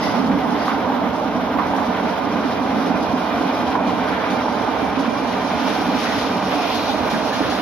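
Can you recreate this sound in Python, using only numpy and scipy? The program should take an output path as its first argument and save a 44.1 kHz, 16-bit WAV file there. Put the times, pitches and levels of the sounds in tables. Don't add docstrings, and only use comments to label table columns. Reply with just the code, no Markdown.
import sys
import numpy as np
from scipy import signal
from scipy.fft import rfft, irfft, next_fast_len
from scipy.io import wavfile
from scipy.ndimage import uniform_filter1d, map_coordinates

SR = 44100
rng = np.random.default_rng(int(sys.argv[2]) if len(sys.argv) > 2 else 0)


def unload_wav(signal):
    wavfile.write(
        sys.argv[1],
        SR,
        np.round(np.clip(np.atleast_2d(signal).T, -1, 1) * 32767).astype(np.int16),
    )


def boost_factor(decibels):
    exponent = np.asarray(decibels, float) / 20
    return 10 ** exponent


N = 335821
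SIZE = next_fast_len(N + SR // 2)
HZ = np.maximum(np.fft.rfftfreq(SIZE, 1 / SR), 1)
TIME_S = np.arange(N) / SR


def in_time(rows):
    s, *columns = np.transpose(rows)
    return [np.interp(TIME_S, s, c) for c in columns]


def at_hz(points):
    hz, value = np.transpose(points)
    return np.interp(np.log(HZ), np.log(hz), value)


def swell(at_s, half_s):
    return np.exp(-((TIME_S - at_s) / half_s) ** 2)


def swells(rows):
    return sum(db * swell(s, half_s) for s, db, half_s in rows)


def drift(rate_hz):
    r = np.exp(-80 * np.pi * rate_hz / SR)
    white = rng.standard_normal(N // 40 + 2002)
    slow = signal.lfilter([1], [1, -2 * r, r * r], white)[2000:]
    slow = slow / np.sqrt(np.mean(slow ** 2) + 1e-20)
    return np.interp(np.arange(N) / 40, np.arange(len(slow)), slow)


# f/Hz, share
PORT_LIKENESS = [(60, 0.58), (130, 0.86), (280, 0.85), (610, 0.69), (1330, 0.7), (2870, 0.33), (4500, 0.38),
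                 (5600, 0.17), (6500, 0.24), (7800, 0.06)]
# f/Hz, level/dB
PORT_LEVEL = [(60, -1), (110, -3.5), (200, -5), (360, -6), (670, -5.5), (1220, -6.5), (2220, -1.5),
              (4050, 4.5), (7400, -0.5), (13500, -8)]
# f/Hz, phase/rad
PORT_PHASE = [(150, -.15), (400, -.1), (700, .2), (1030, .4), (2800, 1.0), (3700, .2), (4700, .6),
              (5800, 3.0), (7800, 3.1)]


def two_ports(shared, own):
    alike = np.clip(at_hz(PORT_LIKENESS), 0, 1)
    turn = boost_factor(at_hz(PORT_LEVEL) / 2) * np.exp(.5j * at_hz(PORT_PHASE))
    mixed = np.sqrt(alike) * shared + np.sqrt(1 - alike) * own
    return mixed * np.array([turn, 1 / turn])


def heard(waves):
    spectra = rfft(waves, SIZE)
    return irfft(two_ports(spectra[0], spectra[1:]), SIZE)[:, :N]


def rolling_noise(spectrum, level_db, modes=(), swell_db=1.0, patch_db=1.0, rate_hz=8.0, bands=4):
    white = rfft(rng.standard_normal((3, SIZE)))
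    colour_db = at_hz(spectrum)
    for hz, width_hz, db in modes:
        colour_db = colour_db + db / (1 + (2 * (HZ - hz) / width_hz) ** 2)
    low_hz, high_hz = spectrum[0][0], spectrum[-1][0]
    sound = two_ports(white[0], white[1:]) * boost_factor(colour_db) * (HZ > low_hz) * (HZ < high_hz)
    place = (bands - 1) * np.log(HZ / low_hz) / np.log(high_hz / low_hz)
    together_db, out = swell_db * drift(rate_hz), 0
    for k in range(bands):
        band = irfft(sound * np.maximum(1 - abs(place - k), 0), SIZE)[:, :N]
        out = out + band * boost_factor(together_db + patch_db * drift(rate_hz))
    return boost_factor(level_db) * out / np.sqrt(np.mean(out.mean(axis=0) ** 2))


def resonance(x, hz, width_hz):
    r = np.exp(-np.pi * width_hz / SR)
    poles = [1, -2 * r * np.cos(2 * np.pi * hz / SR), r * r]
    return signal.lfilter([(1 - r * r) / 2, 0, (r * r - 1) / 2], poles, x)


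def echo_clouds(events, rise_s, width_hz, level_db):
    out, t = np.zeros((3, SIZE)), np.arange(SR // 3) / SR
    for s, db, hz, t60_s in events:
        envelope = (1 - np.exp(-t / rise_s)) * boost_factor(-60 * t / max(t60_s, .03))
        cloud = rng.standard_normal((3, len(t))) * envelope
        rung = resonance(resonance(cloud, hz, width_hz), hz, 2 * width_hz)
        at = round(s * SR)
        out[:, at:at + len(t)] += boost_factor(db + level_db) * rung / abs(rung).max(axis=1, keepdims=True)
    return out[:, :N]


def load_swings(events, rise_s, t60_s, trim_db):
    out, t = np.zeros((3, SIZE)), np.arange(SR // 6) / SR
    shape = (1 - np.exp(-t / rise_s)) ** 2 * boost_factor(-60 * t / t60_s)
    shape = shape / shape.max()
    for (s, db, hz), start in zip(events, rng.uniform(0, 2 * np.pi, (len(events), 3))):
        at = round(s * SR)
        wave = np.sin(2 * np.pi * hz * t + start[:, None])
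        out[:, at:at + len(t)] += boost_factor(db + trim_db) * shape * wave
    return out[:, :N]


# t/s, level/dB
NEARNESS = [(0.0, -38), (0.04, -34.5), (0.42, -42), (0.59, -40), (0.9, -42), (3.73, -37.5), (3.79, -44.5),
            (3.86, -39.5), (5.11, -38), (5.81, -33), (5.85, -35.5), (6.06, -31.5), (6.42, -36),
            (6.7, -30.5), (6.9, -32), (7.0, -34.5), (7.5, -33), (7.61, -35)]


def nearness_db():
    return in_time(NEARNESS)[0]


# f/Hz, density/dB per Hz
STATION_SPECTRUM = [(13, -55), (22, -45), (65, 0), (124, -1.5), (150, -4.5), (200, -63), (330, -120)]


def station_rumble():
    return rolling_noise(STATION_SPECTRUM, -39.5, swell_db=-0.8, patch_db=-2.5, rate_hz=11.0, bands=2)


# f/Hz, density/dB per Hz
BOOM_SPECTRUM = [(74, -53), (125, -21.5), (151, -12), (183, -3.5), (252, 1), (294, -0.5), (351, -25),
                 (380, -6.5), (490, -45), (840, -120)]
# f/Hz, width/Hz, level/dB
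BOOM_MODES = [(185.5, 8.5, 5), (245.9, 5.9, 5), (270, 9.5, 4), (296.5, 8.6, 4)]
# t/s, rise/dB, half length/s
BOOM_SURGES = [(0.077, 0, 0.012), (0.27, 4.5, 0.16), (0.516, 5, 0.069), (1.785, 4, 0.015), (2.424, 3, 0.11),
               (2.745, 4.5, 0.24), (3.0, 2, 0.15), (4.547, -0.5, 0.17), (3.4, 1.5, 0.47),
               (3.874, 6.5, 0.019), (5.003, 10, 0.02), (5.7, 2.5, 0.7), (6.45, 4, 0.024), (7.062, 7, 0.024),
               (7.163, 10, 0.02), (7.416, 5.5, 0.092)]


def tunnel_boom():
    start_db, sag_db_per_s = -24.5, -0.315
    level_db = start_db + sag_db_per_s * TIME_S + swells(BOOM_SURGES)
    return rolling_noise(BOOM_SPECTRUM, level_db, BOOM_MODES,
                         swell_db=0.78, patch_db=1.0, rate_hz=8.1, bands=3)


# f/Hz, density/dB per Hz
ROAR_SPECTRUM = [(190, -15.5), (330, 3), (360, -11), (436, 1.5), (497, -0.5), (744, 4), (1010, 0.5),
                 (1290, -8.5), (1600, -9), (2080, -80), (3520, -120)]
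# f/Hz, width/Hz, level/dB
RAIL_MODES = [(422, 58, 2), (626, 27, 1.5), (780, 59, -1), (1040, 17, 1), (1212, 16, 8.5)]
# t/s, rise/dB, half length/s
ROAR_SWELLS = [(.1, 1, 0.087), (1.15, -0.5, .15), (1.95, 0.5, 0.079), (2.45, 0, .12), (2.95, 0, .12),
               (3.4, 0.5, 0.24), (3.85, 1, 0.071), (4.9, 0.5, 0.14), (5.15, -0.5, .1), (6.8, 0, 0.11),
               (7.06, 1.5, .04)]


def rail_roar():
    return rolling_noise(ROAR_SPECTRUM, -22.0 + swells(ROAR_SWELLS), RAIL_MODES,
                         swell_db=0.4, patch_db=0.05, rate_hz=14.0, bands=6)


# f/Hz, density/dB per Hz
RING_SPECTRUM = [(820, -14.5), (1400, -1), (1830, -5.5), (2380, -7), (2620, -13), (3200, -11.5),
                 (4160, -20), (7040, -120)]
# f/Hz, width/Hz, level/dB
WHEEL_MODES = [(1620, 57, -2.5), (2050, 92, 2.5)]
# t/s, rise/dB, half length/s
RING_SWELLS = [(0.602, 4, 0.076), (1.2, -5, 0.054), (1.95, 2.5, 0.1), (2.45, 1.5, 0.11), (3.45, 2, 0.13),
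               (4.145, 3.5, 0.16), (4.3, 1, 0.11), (5.203, -2, 0.15), (6.097, 4, 0.06), (6.5, 1.5, .07),
               (6.75, -4, .2), (7.106, 2.5, .06), (7.3, -4, 0.089)]


def wheel_ring():
    mean_db, follow_share = -32.5, 0.3
    near_db = nearness_db()
    level_db = mean_db + follow_share * (near_db - near_db.mean()) + swells(RING_SWELLS)
    return rolling_noise(RING_SPECTRUM, level_db, WHEEL_MODES,
                         swell_db=1.5, patch_db=0.0, rate_hz=19.0, bands=3)


# f/Hz, density/dB per Hz
HISS_SPECTRUM = [(1650, -8.5), (2800, -2.5), (3950, -4.5), (4450, -7.5), (5420, -6.5), (6910, -18),
                 (7470, -19.5), (7900, -2), (10300, -73), (17400, -120)]


def contact_hiss():
    return rolling_noise(HISS_SPECTRUM, nearness_db(), swell_db=0.5, patch_db=1.5, rate_hz=17.0, bands=5)


# t/s, level/dB, f/Hz, t60/s
BRAKE_HISSES = [
    (0, -26, 5000, 0.53),
    (.56, -33, 4800, 0.81),
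    (6.55, -28, 2630, 0.56),
    (6.68, -29, 3820, 0.76),
    (6.72, -27, 4000, 1.2),
    (6.88, -24, 3530, 0.19),
    (7.42, -30, 3900, .8),
    (6.17, -31, 3860, .5),
]


def brake_hisses():
    return echo_clouds(BRAKE_HISSES, rise_s=0.048, width_hz=820.0, level_db=1.5)


# t/s, level/dB, f/Hz, t60/s
FLANGE_SQUEAKS = [(0.02, -23.5, 2000, 0.6), (0.6784, -38, 1530, 0.54), (1.9465, -26, 1520, 0.3),
                  (4.168, -27, 1620, 0.36), (4.2468, -33, 1660, 0.67), (6.0487, -25, 1920, 0.47),
                  (6.1001, -42, 1980, 0.55), (7.1212, -22, 1570, 0.25), (7.1994, -43, 1648, 0.5),
                  (7.2994, -24, 1710, 0.7), (7.4073, -33, 1720, 0.62), (7.4997, -28, 1610, 0.5)]


def flange_squeaks():
    return echo_clouds(FLANGE_SQUEAKS, rise_s=0.0058, width_hz=160.0, level_db=2.0)


# t/s, level/dB, f/Hz
AXLE_THUMPS = [(0.073, -13, 245), (0.147, -15.5, 246), (0.198, -11, 275), (0.302, -8, 280),
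               (0.537, -15, 245), (0.637, -15, 223), (0.714, -15, 279), (0.999, -16, 240), (1.35, -9, 250),
               (1.554, -11, 257), (1.775, -12, 237.5), (2.041, -16, 216), (2.394, -15, 228),
               (2.448, -10, 276), (2.766, -17, 240), (2.795, -17, 264), (2.832, -17, 288), (3.132, -8, 248),
               (3.332, -16, 277), (3.382, -11, 277), (3.407, -7.5, 259), (3.455, -13, 282),
               (3.481, -23, 264), (3.588, -13, 220), (3.629, -24, 277), (4.325, -9.5, 250),
               (4.368, -17, 250), (4.425, -14, 260), (4.682, -13, 267), (4.823, -10, 267), (4.971, -7, 274),
               (5.031, -13, 247), (5.079, -9, 236), (5.195, -17, 258), (5.706, -11, 244), (5.883, -16, 260),
               (6.139, -13, 258), (6.308, -11.5, 258), (6.355, -15, 236), (6.553, -15.5, 300),
               (7.004, -28, 283), (7.129, -13, 205), (7.155, -11, 269), (7.403, -10, 299)]


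def axle_thumps():
    return load_swings(AXLE_THUMPS, rise_s=0.0029, t60_s=0.077, trim_db=-5)


# t/s, level/dB, f/Hz
RAIL_END_RINGS = [(0.1, -17, 786), (0.378, -13, 633), (0.512, -15, 850), (0.637, -14, 805),
                  (0.732, -14, 789), (0.9, -16, 799), (1.015, -11, 660), (1.083, -16, 584),
                  (1.222, -18, 861), (1.35, -13, 654), (1.587, -13, 985), (1.736, -16, 920),
                  (1.822, -14.5, 800), (1.898, -14, 760), (1.992, -12.5, 564), (2.175, -14, 738),
                  (2.239, -16, 673), (2.395, -13, 636), (2.518, -14, 608), (2.753, -15, 753),
                  (2.903, -15, 745), (3.096, -16, 633), (3.342, -14, 711), (3.61, -13.5, 635),
                  (3.672, -14, 764), (3.735, -14, 802), (3.822, -14, 774), (3.922, -12, 726),
                  (3.986, -13, 730), (4.06, -16, 618), (4.213, -17, 608), (4.481, -14, 896),
                  (4.673, -16, 859), (4.782, -17, 760), (4.874, -16, 840), (5.126, -10, 634),
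                  (5.383, -17, 756), (5.526, -13, 633), (5.676, -14, 579), (5.754, -16, 762),
                  (5.82, -13, 730), (5.934, -14, 638), (6.128, -18, 853), (6.295, -14, 725),
                  (6.543, -14, 726), (6.645, -11.5, 684), (6.896, -14, 781), (6.996, -14, 716),
                  (7.248, -15, 614), (7.47, -19, 675)]


def rail_end_rings():
    return load_swings(RAIL_END_RINGS, rise_s=0.0037, t60_s=.09, trim_db=-8)


# t/s, level/dB
WHEEL_CLACKS = [(0.57, -27), (0.65, -23), (1.76, -27), (2.08, -31), (2.699, -37), (3.869, -25), (4.08, -29),
                (4.52, -29), (4.8, -34), (4.299, -23), (4.988, -24.5), (5.2693, -25), (5.4696, -28),
                (5.6803, -22), (6.029, -17.5), (6.184, -18.5), (6.5186, -33), (6.8997, -36), (7.099, -18.5),
                (7.329, -18.5), (7.499, -18.5)]


def wheel_clacks():
    hz, t60_s = 3200, 0.43
    events = [(s, db, hz, t60_s) for s, db in WHEEL_CLACKS]
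    return echo_clouds(events, rise_s=0.0017, width_hz=2500.0, level_db=-2.5)


# t/s, level/dB, f/Hz, t60/s
JOINT_KNOCKS = [(0.68, -11.5, 1080, 0.43), (0.919, -12, 865, 0.24), (1.587, -8, 1050, 0.24),
                (1.736, -15, 880, 0.45), (1.782, -10, 990, 0.11), (2.049, -11.5, 604, 0.25),
                (3.243, -10, 744, 0.083), (3.752, -6, 960, 0.078), (3.986, -18, 790, 0.074),
                (4.039, -11, 660, 0.14), (4.481, -17, 896, 0.17), (4.999, -13, 692, 0.11),
                (6.039, -30, 657, 0.16), (6.519, -12, 767, 0.22), (6.955, -17, 710, 0.13),
                (7.115, -22, 925, 0.28), (7.399, -18, 980, 0.2)]


def joint_knocks():
    return echo_clouds(JOINT_KNOCKS, rise_s=0.00056, width_hz=450.0, level_db=-3.5)


# t/s, level/dB, f/Hz
JOINT_TICKS = [(0.681, -7, 1130), (0.9, -7.5, 805), (1.56, -11, 930), (1.587, -10, 1020), (1.736, -7.5, 905),
               (1.822, -11, 850), (2.175, -12, 674), (2.395, -13, 638), (3.341, -9, 734), (3.758, -11, 890),
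               (3.803, -9, 786), (3.922, -13, 730), (3.986, -11, 716), (4.458, -9, 890), (4.481, -11, 896),
               (5.084, -36, 766), (5.676, -14, 855), (6.543, -30, 720), (6.895, -9, 824), (6.946, -7.5, 694),
               (7.115, -24, 895)]


def joint_ticks():
    t60_s, trim_db = 0.026, -5.0
    out, t = np.zeros((3, SIZE)), np.arange(SR // 20) / SR
    for (s, db, hz), sign in zip(JOINT_TICKS, rng.choice([-1, 1], (len(JOINT_TICKS), 1))):
        at = round(s * SR)
        out[:, at:at + len(t)] += sign * boost_factor(db + trim_db - 60 * t / t60_s) * np.sin(2 * np.pi * hz * t)
    high_pass = signal.butter(2, 300, "high", fs=SR, output="sos")
    return signal.sosfilt(high_pass, out[:, :N] + 1e-18)


# t/s, f/Hz, level/dB
GEAR_WHINE = [(1.5, 2410, -62), (2.4, 2405, -49), (2.6, 2410, -45), (3.0, 2415, -45), (3.5, 2420, -44),
              (4.0, 2385, -44.5), (4.7, 2360, -43.5), (5.4, 2385, -44), (5.9, 2400, -42),
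              (6.4, 2410, -43.5), (6.7, 2440, -40.5), (7.0, 2430, -43.5), (7.6, 2420, -50)]


def gear_whine():
    width_hz, flicker_db, steady = 45.0, 1.5, .75
    hz, level_db = in_time(GEAR_WHINE)
    turn = 2 * np.pi * np.cumsum(hz + 14 * drift(9.0)) / SR
    waves = []
    for _ in range(3):
        in_phase = (steady + drift(width_hz)) * np.cos(turn)
        waves.append(in_phase + drift(width_hz) * np.sin(turn))
    return boost_factor(level_db + flicker_db * drift(9.1)) * np.array(waves)


# t/s, level/dB, f/Hz, t60/s
SINGING_TONES = [(3.31, -23, 690, .9), (3.48, -46, 5110, 1.2), (4.8, -23, 780, .9), (5.82, -23, 800, .8),
                 (6.52, -23, 720, .8), (3.745, -19, 990, .25), (3.88, -24, 1010, .7), (4.085, -22, 1720, .5),
                 (4.12, -24, 1370, .4), (4.11, -32, 2000, .5), (4.16, -33, 1780, .5), (4.295, -28, 1400, .25)]


def singing_tones():
    rise_s, wobble, rough = 0.014, 0.009, .8
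    out, t = np.zeros((3, SIZE)), np.arange(SR // 2) / SR
    starts = rng.uniform(0, 2 * np.pi, (len(SINGING_TONES), 5))
    for (s, db, hz, t60_s), start in zip(SINGING_TONES, starts):
        turn = 2 * np.pi * np.cumsum(hz * (1 + wobble * np.sin(60 * t + start[3]))) / SR
        flutter = 1 + rough * np.sin(150 * t + 2 * np.sin(47 * t) + start[4])
        envelope = flutter * (1 - np.exp(-t / rise_s)) * boost_factor(db - 60 * t / t60_s)
        at = round(s * SR)
        out[:, at:at + len(t)] += envelope * np.sin(turn + start[:3, None])
    return out[:, :N]


# t/s, extra left delay/ms
LEFT_LAG = [(0, 0), (4, .008), (5.7, .045), (7.6, .095)]


def turn_bearing(train):
    lag_ms, = in_time(LEFT_LAG)
    places = np.arange(N) - lag_ms * SR / 1000
    train[0] = map_coordinates(train[0], [places], order=3, mode="nearest")
    return train


def scene():
    train = station_rumble() + tunnel_boom() + rail_roar() + wheel_ring() + contact_hiss()
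    contacts = brake_hisses() + flange_squeaks() + axle_thumps() + rail_end_rings()
    contacts += wheel_clacks() + joint_knocks() + joint_ticks()
    tones = gear_whine() + singing_tones()
    return turn_bearing(train + heard(contacts + tones))


def starved(x, share, low_hz, high_hz):
    hz, _, cells = signal.stft(x, SR, nperseg=2048, noverlap=1024)
    field = uniform_filter1d(rng.standard_normal(cells.shape), size=5, axis=0)
    field = uniform_filter1d(field, size=3, axis=1)
    in_band = (hz > low_hz) & (hz < high_hz)
    dropped = (field < np.quantile(field[:, ::9], share)) & in_band[:, None]
    return signal.istft(cells * ~dropped, SR, nperseg=2048, noverlap=1024)[1][:N]


def patchy_stereo(x):
    mid = starved((x[0] + x[1]) / 2, .1, 4700, 8000)
    side = starved((x[0] - x[1]) / 2, .24, 150, 2700)
    return np.array([mid + side, mid - side])


FIRST_RATE_HZ = 16000
# f/Hz, level/dB
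SMOOTHING = [(6800, 0), (7400, -6), (7700, -18), (8000, -49)]


def low_rate(x):
    passed = boost_factor(at_hz(SMOOTHING)) * (HZ < FIRST_RATE_HZ / 2)
    return irfft(rfft(x, SIZE) * passed, SIZE)


TOP_DIP_AT_S, TOP_DIP_S = 4.3, 1.4
# f/Hz, level/dB
MIRROR_SPECTRUM = [(8100, 5), (8600, 1), (9000, -2.5), (10000, -9), (11000, -15.5), (12300, -18),
                   (13000, -21.5), (13600, -28)]


def mirror_image(below):
    strength_db, follow_share, left_minus_right_db = 0.1, -0.13, -3
    flipped = 2 * below * np.cos(2 * np.pi * FIRST_RATE_HZ * np.arange(SIZE) / SR)
    image = rfft(flipped) * boost_factor(at_hz(MIRROR_SPECTRUM)) * (HZ > FIRST_RATE_HZ / 2) * (HZ < 13590)
    top_share = np.clip((HZ - 11800) / 1000, 0, 1)
    near_db = nearness_db()
    whole_db = strength_db + follow_share * (near_db - near_db.mean())
    edge_db = 1.0 - 5 * swell(TOP_DIP_AT_S, TOP_DIP_S)
    edge = boost_factor(edge_db + 1.7 * drift(7.9)) * irfft(image * top_share, SIZE)[:, :N]
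    mirror = irfft(image * (1 - top_share), SIZE)[:, :N] + edge
    balance_db = left_minus_right_db * np.array([[.5], [-.5]])
    return mirror * boost_factor(whole_db + 0.79 * drift(16.0)) * boost_factor(balance_db)


def ragged(x):
    gap_low_hz, gap_high_hz, gap_ragged_hz = 7450, 8300, 210
    top_hz, top_sag_hz, top_ragged_hz = 13600, 600, 330
    speck_share, speck_from_hz = .17, 6400
    hz, s, cells = signal.stft(x, SR, nperseg=2048, noverlap=1024)
    hz = hz[:, None]
    chance = uniform_filter1d(rng.standard_normal((3, len(s))), size=2, axis=1) * np.sqrt(2)
    low = gap_low_hz + gap_ragged_hz * chance[0]
    high = gap_high_hz + gap_ragged_hz * chance[1]
    sag = top_sag_hz * np.exp(-((s - TOP_DIP_AT_S) / TOP_DIP_S) ** 4)
    top = top_hz - sag + top_ragged_hz * chance[2]
    kept = ((hz < low) | (hz > high)) & (hz < top)
    specks = uniform_filter1d(rng.standard_normal(kept.shape), size=6, axis=0)
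    kept = kept & ((specks > np.quantile(specks[:, ::9], speck_share)) | (hz < speck_from_hz))
    return signal.istft(cells * kept, SR, nperseg=2048, noverlap=1024)[1][:, :N]


def band_limit(x):
    return signal.sosfilt(signal.butter(12, 14100, fs=SR, output="sos"), x)


def record(dry):
    rounded = 0.84 * np.tanh(dry / 0.95)
    below = low_rate(patchy_stereo(rounded))
    mix = ragged(below[:, :N] + mirror_image(below))
    return band_limit(mix)


dry = scene()
out = record(dry)
unload_wav(out)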